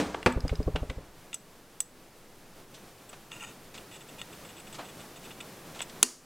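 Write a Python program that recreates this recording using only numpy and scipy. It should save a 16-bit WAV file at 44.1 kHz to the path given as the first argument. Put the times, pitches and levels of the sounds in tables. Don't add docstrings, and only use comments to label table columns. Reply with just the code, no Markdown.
import sys
import numpy as np
from scipy import signal
from scipy.io import wavfile

SR = 44100
rng = np.random.default_rng(int(sys.argv[2]) if len(sys.argv) > 2 else 0)


def put_to_file(sound):
    columns = np.atleast_2d(sound).T
    safe = np.clip(columns, -1, 1)
    whole_steps = np.round(safe * 32767)
    wavfile.write(sys.argv[1], SR, whole_steps.astype(np.int16))


N = 275625
T = np.arange(SR // 2) / SR

# pitch_hz [Hz], level_db [dB], t60_s [s]
CASE_MODES = [(248, 1, .26), (425, -6, .08), (501, 1, .12), (608, -12, .2), (705, -11, .09),
              (807, -17, .25), (904, -9, .13), (985, -14, .14), (1150, -8, .07), (1244, -13, .2),
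              (1460, -6, .06), (1723, -5, .08), (2350, -7, .04)]
# pitch_hz [Hz], level_db [dB], t60_s [s]
EDGE_MODES = [(111, -12, 0.15), (160, -7, 0.16), (271, -1.5, 0.045), (417, -4, 0.079), (516, 2.5, 0.032),
              (600, 3, 0.017), (1145, -16.5, 0.03)]
# pitch_hz [Hz], level_db [dB], t60_s [s]
LOOSE_PART_MODES = [(5010, 4, 0.025), (5740, -4, .01), (6900, -18, 0.0098)]
# frequency_hz [Hz], density_db [dB per Hz]
CLATTER_SPECTRUM = [(35, -26), (60, -24), (170, -7.5), (209, -7), (289, -1), (381, -15), (491, -7.5),
                    (539, -9), (663, -13.5), (1100, -23), (2470, -26.5), (8420, -38), (15000, -57)]
# frequency_hz [Hz], density_db [dB per Hz]
THUD_SPECTRUM = [(24, -13), (45, -4), (230, -0.5), (370, -0.5), (500, -3), (1000, -7), (1600, -9.5),
                 (2000, -11), (2600, -11), (3100, -18.5), (4800, -21.5), (5900, -28.5), (8500, -31),
                 (15000, -52)]

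# start_s [s], slide_s [s], plate_db [dB before the plate trim], needle_db [dB]
TIP_CONTACTS = [(0.324, .001, -54, -48), (1.3299, 0.0045, -47, -54), (1.343, 0.0044, -52, -34.5),
                (1.8043, 0.00065, -47, -26), (3.092, 0.0075, -61.5, -51), (3.3177, 0.0009, -47, -64),
                (3.778, 0.004, -51, -58), (3.94, 0.028, -56.5, -55.5), (4.181, 0.021, -55.5, -63),
                (4.2152, 0.0032, -44, -49.5), (4.599, .0068, -59, -54), (4.727, 0.0063, -56, -50.5),
                (5.307, 0.006, -52.5, -60), (5.4037, 0.0065, -47, -52.5), (5.7924, 0.0056, -48, -50),
                (5.8171, 0.0065, -44.5, -37.5)]
# time_s [s], pressure_db [dB before the scrape trim]
SCRAPE_PRESSURE = [(3.31, -68), (3.316, -46.5), (3.394, -62), (3.402, -49), (3.436, -44), (3.466, -51.5),
                   (3.512, -57), (3.53, -73)]
# pitch_hz [Hz], level_db [dB], t60_s [s]
PLATE_MODES = [(875, -5.5, 0.027), (1390, -3.5, 0.026), (1865, -10, 0.079), (2460, 2.5, 0.012),
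               (2833, 3.5, 0.023), (3660, -12, 0.073), (4870, -22, 0.079), (6170, -9.5, 0.035),
               (6800, -8.5, 0.045), (9100, -14, 0.028)]
# pitch_hz [Hz], level_db [dB], t60_s [s]
HANDLE_MODES = [(3364, -9, 0.024), (3526, -3, 0.01), (5000, -21, 0.015)]
# pitch_hz [Hz], level_db [dB], t60_s [s]
NEEDLE_MODES = [(6120, -16, 0.084), (7200, -2, 0.01), (7150, -31, 0.0043), (7950, 7.5, 0.019),
                (7730, -23, 0.089), (9250, -25, 0.051), (10750, -18, 0.033), (13780, -17, 0.064)]

# frequency_hz [Hz], density_db [dB per Hz]
CRACK_SPECTRUM = [(60, -20.5), (170, -6.5), (330, 2), (560, -10.5), (1100, -2), (2000, -9.5), (2800, -5.5),
                  (3700, -3.5), (5700, -7), (6250, 1), (9400, -1), (11000, -2), (12000, -16), (16000, -19)]
# frequency_hz [Hz], density_db [dB per Hz]
SNAP_TAIL_SPECTRUM = [(100, -28.5), (250, -8), (600, -5.5), (2000, -10), (4000, -8), (4700, -1), (6800, 1),
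                      (8000, -5), (9400, -5), (11500, -13), (16000, -22)]
# pitch_hz [Hz], level_db [dB], t60_s [s]
SNAP_MODES = [(248, -2, .17), (330, 4, .05), (440, 3, .045), (980, -11, .07), (1150, 4, .025),
              (2790, -1, .09), (4424, -7, .16), (5560, -12, .28), (6300, -9, .24), (6850, -8, .22),
              (8000, -9, .17), (9260, -2, .16), (10900, -10, .1)]

# start_s [s], length_s [s], click_db, thump_db [dB before trim]
PLASTIC_KNOCKS = [(0.1442, 0.0031, -43, -29.5), (0.2286, 0.0012, -42, -46), (.4924, 0.0046, -42, -44),
                  (.758, 0.0048, -36, -32), (0.898, 0.0044, -40.5, -43.5), (5.805, 0.0014, -38, -41.5)]
# pitch_hz [Hz], level_db [dB], t60_s [s]
PLASTIC_MODES = [(1494, -1, 0.037), (2250, 5, 0.017), (2830, 3.5, 0.021), (3440, 2, 0.019),
                 (4040, -10, .045)]
# start_s [s], length_s [s], rub_db, thump_db [dB before trim]
BENCH_SCUFFS = [(2.74, .016, -52.5, -59), (3.128, .0095, -52, -47.5), (3.74, 0.016, -49, -54),
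                (4.742, 0.013, -47.5, -52), (4.782, 0.029, -48.5, -39.5), (5.742, 0.032, -51.5, -51),
                (5.895, .006, -51.5, -70)]
# start_s [s], length_s [s], level_db [dB at start], fade_db_per_s [dB/s]
RUSTLE_MOVES = [(0, 0.228, -36, 52), (0.419, .66, -50.5, 7)]
# frequency_hz [Hz], density_db [dB per Hz]
RUSTLE_SPECTRUM = [(20, -9), (70, 0), (130, -3.5), (300, 1.5), (700, -3.5), (2500, -16), (8000, -24),
                   (16000, -49)]

# frequency_hz [Hz], t60_s [s]
ROOM_DECAY = [(100, 0.68), (400, 0.3), (1000, 0.47), (3000, 0.16), (7000, 0.3), (15000, 0.23)]
# frequency_hz [Hz], density_db [dB per Hz]
AIR_SPECTRUM = [(12, -32), (20, -5), (38, -11), (65, -9), (91, -6), (142, -0.5), (310, -4), (347, -2.5),
                (2140, -15), (3530, -17.5), (4420, -18.5), (7950, -21), (9670, -22), (14700, -24),
                (16000, -29)]
# frequency_hz [Hz], density_db [dB per Hz]
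HISS_SPECTRUM = [(30, -18), (120, -15.0), (500, -6), (2000, -13.5), (4000, -9.5), (8000, -7.0),
                 (10500, -3.5), (15500, -11.5)]

ROCK_START_S, ROCK_PERIOD_S, ROCK_HOLD_S, ROCK_FADE_DB_PER_S = 0.3725, 0.076, 0.35, 43
PUSH_PEAK_DB, LANDING_DB, HARDEST_LANDING, HARDEST_EXTRA_DB = -18.5, -29.5, 4, 4.5
RATTLE_START_S, RATTLE_PERIOD_S = 0.4055, 0.0747
RATTLE_DB, RATTLE_PEAK_S, RATTLE_FADE_DB_PER_S = -41.5, 0.48, 69
HANDLE_DB = -2.5
FIDGET_FROM_S, FIDGET_TO_S, FIDGET_SLIDE_S = 3.82, 5.3, 0.017
FIDGET_DB = -58.5
KNOCK_HZ, KNOCK_HISS_DB = 2390, -13.5
SCUFF_HZ, SCUFF_HISS_DB = 2810, -2
SCUFF_DULLING = 0.55
SNAP_S = 6.0288
AIR_DB, SWELL_DB, SWELL_FROM_S, SWELL_TO_S = -55, 6, 2.35, 4.48
DIP_DB, DIP_RECOVER_S = 14.5, 0.35
EDGE_HZ = 16200


def meter(clatter_db=-21, thud_db=-16, case_db=-19.0, settle_db=-24):
    out = np.zeros(N)
    clatter = colour(burst(0.16) + 0.5 * burst(0.3), CLATTER_SPECTRUM)
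    add(out, 0, sized(clatter, clatter_db))
    blow = 0.25 * signal.unit_impulse(len(T)) + burst(0.05)
    add(out, 0.2612, sized(colour(blow, THUD_SPECTRUM), thud_db))
    add(out, 0.2612, sized(ring(CASE_MODES), case_db))
    settling = burst(0.027) + 0.7 * burst(0.42)
    add(out, 0.2712, sized(colour(settling, THUD_SPECTRUM), settle_db))
    return out


def air_push(lead_s=0.0051, squeeze_s=0.0028, rebound=0.27, sway_hz=52, sway_t60=0.038):
    t = T - 0.05
    hump = np.exp(-((t + lead_s) / squeeze_s) ** 2)
    sway = (t > 0) * gain_of(-60 * abs(t) / sway_t60) * np.sin(2 * np.pi * sway_hz * t)
    push = band(hump - rebound * sway, 13.0, 400, order=1)
    return t[0], push / abs(push).max()


def rocking(roll_s=0.0059, count=9):
    out = np.zeros(N)
    push_offset_s, push = air_push()
    for k, s in enumerate(ROCK_START_S + ROCK_PERIOD_S * np.arange(count)):
        swing_db = -ROCK_FADE_DB_PER_S * max(s - ROCK_START_S - ROCK_HOLD_S, 0)
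        knock_db = LANDING_DB + swing_db + HARDEST_EXTRA_DB * (k == HARDEST_LANDING)
        add(out, s + push_offset_s, gain_of(PUSH_PEAK_DB + swing_db) * push)
        edge = signal.unit_impulse(len(T)) + 1.2 * unit(slips(roll_s))
        knock = through(edge, ring(EDGE_MODES)) + 0.5 * unit(band(burst(0.065), 304, 680))
        add(out, s, sized(knock, knock_db))
    for s in RATTLE_START_S + RATTLE_PERIOD_S * np.arange(count // 2):
        tick = through(unit(slips(0.0024)), ring(LOOSE_PART_MODES))
        tick = tick + 0.77 * unit(band(burst(0.016), 1300, 6600))
        tick_db = RATTLE_DB - RATTLE_FADE_DB_PER_S * abs(s - RATTLE_PEAK_S)
        add(out, s, sized(tick, tick_db))
    return out


def probes(plate_trim_db=2):
    out = np.zeros(N)
    plate = ring(PLATE_MODES) + 0.33 * unit(band(burst(0.015), 1500, 3300))
    handle = ring(HANDLE_MODES) + 0.35 * unit(band(burst(0.008), 1800, 4200))
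    needle = ring(NEEDLE_MODES) + 0.19 * unit(band(burst(0.04), 4200, 11000))
    for s, slide_s, press_db, needle_db in TIP_CONTACTS + fidgets():
        drive = slips(slide_s)
        plate_db = press_db + plate_trim_db
        for body, db in [(plate, plate_db), (handle, plate_db + HANDLE_DB), (needle, needle_db)]:
            add(out, s, sized(through(drive, body), db, slide_s))
    return out + scrape(needle)


def fidgets(count=14):
    step = (FIDGET_TO_S - FIDGET_FROM_S) / count
    rows = []
    for k, (when, slide) in enumerate(rng.random((count, 2))):
        start_s = FIDGET_FROM_S + (k + when) * step
        rows.append((start_s, FIDGET_SLIDE_S * (0.5 + slide), FIDGET_DB, FIDGET_DB))
    return rows


def scrape(needle, trim_db=1, needle_db=-9, per_s=1300):
    times, pressure_db = np.transpose(SCRAPE_PRESSURE)
    chance = per_s / SR
    grains = rng.standard_normal(N) * (rng.random(N) < chance) / np.sqrt(chance)
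    pressure = np.interp(np.arange(N) / SR, times, gain_of(pressure_db + trim_db), left=0, right=0)
    return through(grains * pressure, ring(PLATE_MODES) + gain_of(needle_db) * unit(needle))


def snap(crack_db=-14.0, tail_db=-32, plate_db=-32, ring_db=-30, ring_room=0.3):
    out = np.zeros(N)
    crack = 0.39 * signal.unit_impulse(len(T)) + band(burst(0.019), 1230, 20000)
    add(out, SNAP_S, sized(colour(crack, CRACK_SPECTRUM), crack_db))
    add(out, SNAP_S, sized(colour(burst(0.43), SNAP_TAIL_SPECTRUM), tail_db))
    add(out, SNAP_S, sized(ring(PLATE_MODES), plate_db))
    ringing = ring(SNAP_MODES)
    add(out, SNAP_S, sized(ringing + ring_room * room(ringing), ring_db))
    return out


def handling(trim_db=-1.5, plastic_db=-5):
    out = np.zeros(N)
    for s, length_s, click_db, thump_db in PLASTIC_KNOCKS:
        add(out, s, chatter(length_s, KNOCK_HZ, thump_db, click_db, click_db + KNOCK_HISS_DB))
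        ringing = through(slips(length_s), ring(PLASTIC_MODES))
        add(out, s, sized(ringing, click_db + plastic_db, length_s))
    for s, length_s, rub_db, thump_db in BENCH_SCUFFS:
        hiss_db = rub_db + SCUFF_HISS_DB - SCUFF_DULLING * max(thump_db - rub_db, 0)
        add(out, s, chatter(length_s, SCUFF_HZ, thump_db, rub_db, hiss_db))
    return gain_of(trim_db) * out


def chatter(length_s, hz, low_db, middle_db, high_db, swell=0.29, die=0.99, shortest_s=0.00057, spread=1.51):
    attack = 1 - np.exp(-T / (swell * length_s))
    shape = attack * np.exp(-T / (die * length_s + shortest_s))
    bands = [(240, 1450, low_db), (hz / spread, hz * spread, middle_db), (4200, 8600, high_db)]
    out = np.zeros(len(T))
    for lo, hi, db in bands:
        out += sized(band(shape * rng.standard_normal(len(T)), lo, hi, order=3), db, length_s)
    return out


def rustle(release_s=0.03):
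    out, t = np.zeros(N), np.arange(N) / SR
    for s, length_s, db, fade_db_per_s in RUSTLE_MOVES:
        shape = gain_of(db - fade_db_per_s * t) * np.exp(-np.maximum(t - length_s, 0) / release_s)
        rubbing = np.sqrt(N) * unit(colour(rng.standard_normal(N), RUSTLE_SPECTRUM))
        add(out, s, shape * rubbing)
    return out


def room(x, build_s=0.0034):
    hz, t, z = signal.stft(rng.standard_normal(len(T)), SR, nperseg=256)
    decay = gain_of(-60 * t / read(ROOM_DECAY, hz)[:, None])
    tail = signal.istft(z * decay, SR, nperseg=256)[1][:len(T)]
    return through(x, unit(tail * (1 - np.exp(-T / build_s))))


def air(waver_db=1.22, rumble_db=-61):
    t = np.arange(N) / SR
    knots = np.linspace(0, t[-1], num=90)
    waver = waver_db * np.interp(t, knots, rng.standard_normal(len(knots)))
    noise = unit(colour(rng.standard_normal(N), AIR_SPECTRUM))
    rumble = unit(band(rng.standard_normal(N), 10.96, 15.8, order=4))
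    level_db = AIR_DB + air_swell() + waver
    return np.sqrt(N) * (gain_of(level_db) * noise + gain_of(rumble_db) * rumble)


def air_swell():
    t = np.arange(N) / SR
    rise = np.clip((t - SWELL_FROM_S) / (SWELL_TO_S - SWELL_FROM_S), 0, 1)
    dip = (t > SNAP_S) * np.exp(-abs(t - SNAP_S) / DIP_RECOVER_S)
    return SWELL_DB * rise - DIP_DB * dip


def ring(modes):
    out = np.zeros(len(T))
    for k, (hz, db, t60) in enumerate(modes):
        out += (-1) ** k * gain_of(db - 60 * T / t60) * np.sin(2 * np.pi * hz * T)
    return unit(out)


def burst(t60):
    return unit(rng.standard_normal(len(T)) * gain_of(-60 * T / t60))


def slips(slide_s, per_s=4000, release_s=0.0045, touch=2.8):
    grains = rng.standard_normal(len(T)) * (rng.random(len(T)) < per_s / SR)
    grains *= np.exp(-np.maximum(T - slide_s, 0) / release_s)
    grains *= np.minimum(slide_s / 0.0066, 1) ** 2
    grains[0] = touch
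    return grains


def gain_of(db):
    return 10 ** (np.asarray(db) / 20)


def unit(x):
    return x / np.sqrt(np.sum(x ** 2) + 1e-20)


def sized(x, db, length_s=0):
    return gain_of(db) * unit(x) * np.sqrt((length_s + 0.01) * SR)


def read(points, hz):
    f, value = np.transpose(points)
    return np.interp(np.log(hz + 1), np.log(f + 1), value)


def add(mix, s, sound):
    part = mix[round(s * SR):][:len(sound)]
    part += sound[:len(part)]


def through(x, response):
    return signal.fftconvolve(x, response)[:len(x)]


def colour(x, spectrum, size=8192):
    log_gain = np.log(gain_of(read(spectrum, abs(np.fft.fftfreq(size, 1 / SR)))))
    response = np.fft.ifft(np.exp(np.conj(signal.hilbert(log_gain)))).real
    return through(x, response[:size // 2])


def band(x, lo_hz, hi_hz, order=2):
    edges_hz = [lo_hz, min(hi_hz, SR / 2 - 100)]
    return signal.sosfilt(signal.butter(order, edges_hz, "band", fs=SR, output="sos"), x)


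def scene(bench_room_db=-12, rock_room_db=-19, probe_room_db=-21, wide_room_db=-36, hiss_db=-69.5):
    bench, rocks, tips, crack = meter() + handling() + rustle(), rocking(), probes(), snap()
    to_room = gain_of(bench_room_db) * bench + gain_of(rock_room_db) * rocks + gain_of(probe_room_db) * tips
    mid = bench + rocks + tips + crack + air() + room(to_room)
    hiss = np.sqrt(N) * unit(colour(rng.standard_normal(N), HISS_SPECTRUM))
    side = gain_of(hiss_db + air_swell()) * hiss
    side += gain_of(wide_room_db) * room(band(bench + rocks + tips + crack, 1900, 12000, order=1))
    return np.array([mid + side, mid - side])


def record(dry):
    low_pass = signal.firwin(255, EDGE_HZ, window=("kaiser", 9), fs=SR)
    return signal.oaconvolve(np.clip(dry, -1, 1), low_pass[None], "same")


dry = scene()
out = record(dry)
put_to_file(out)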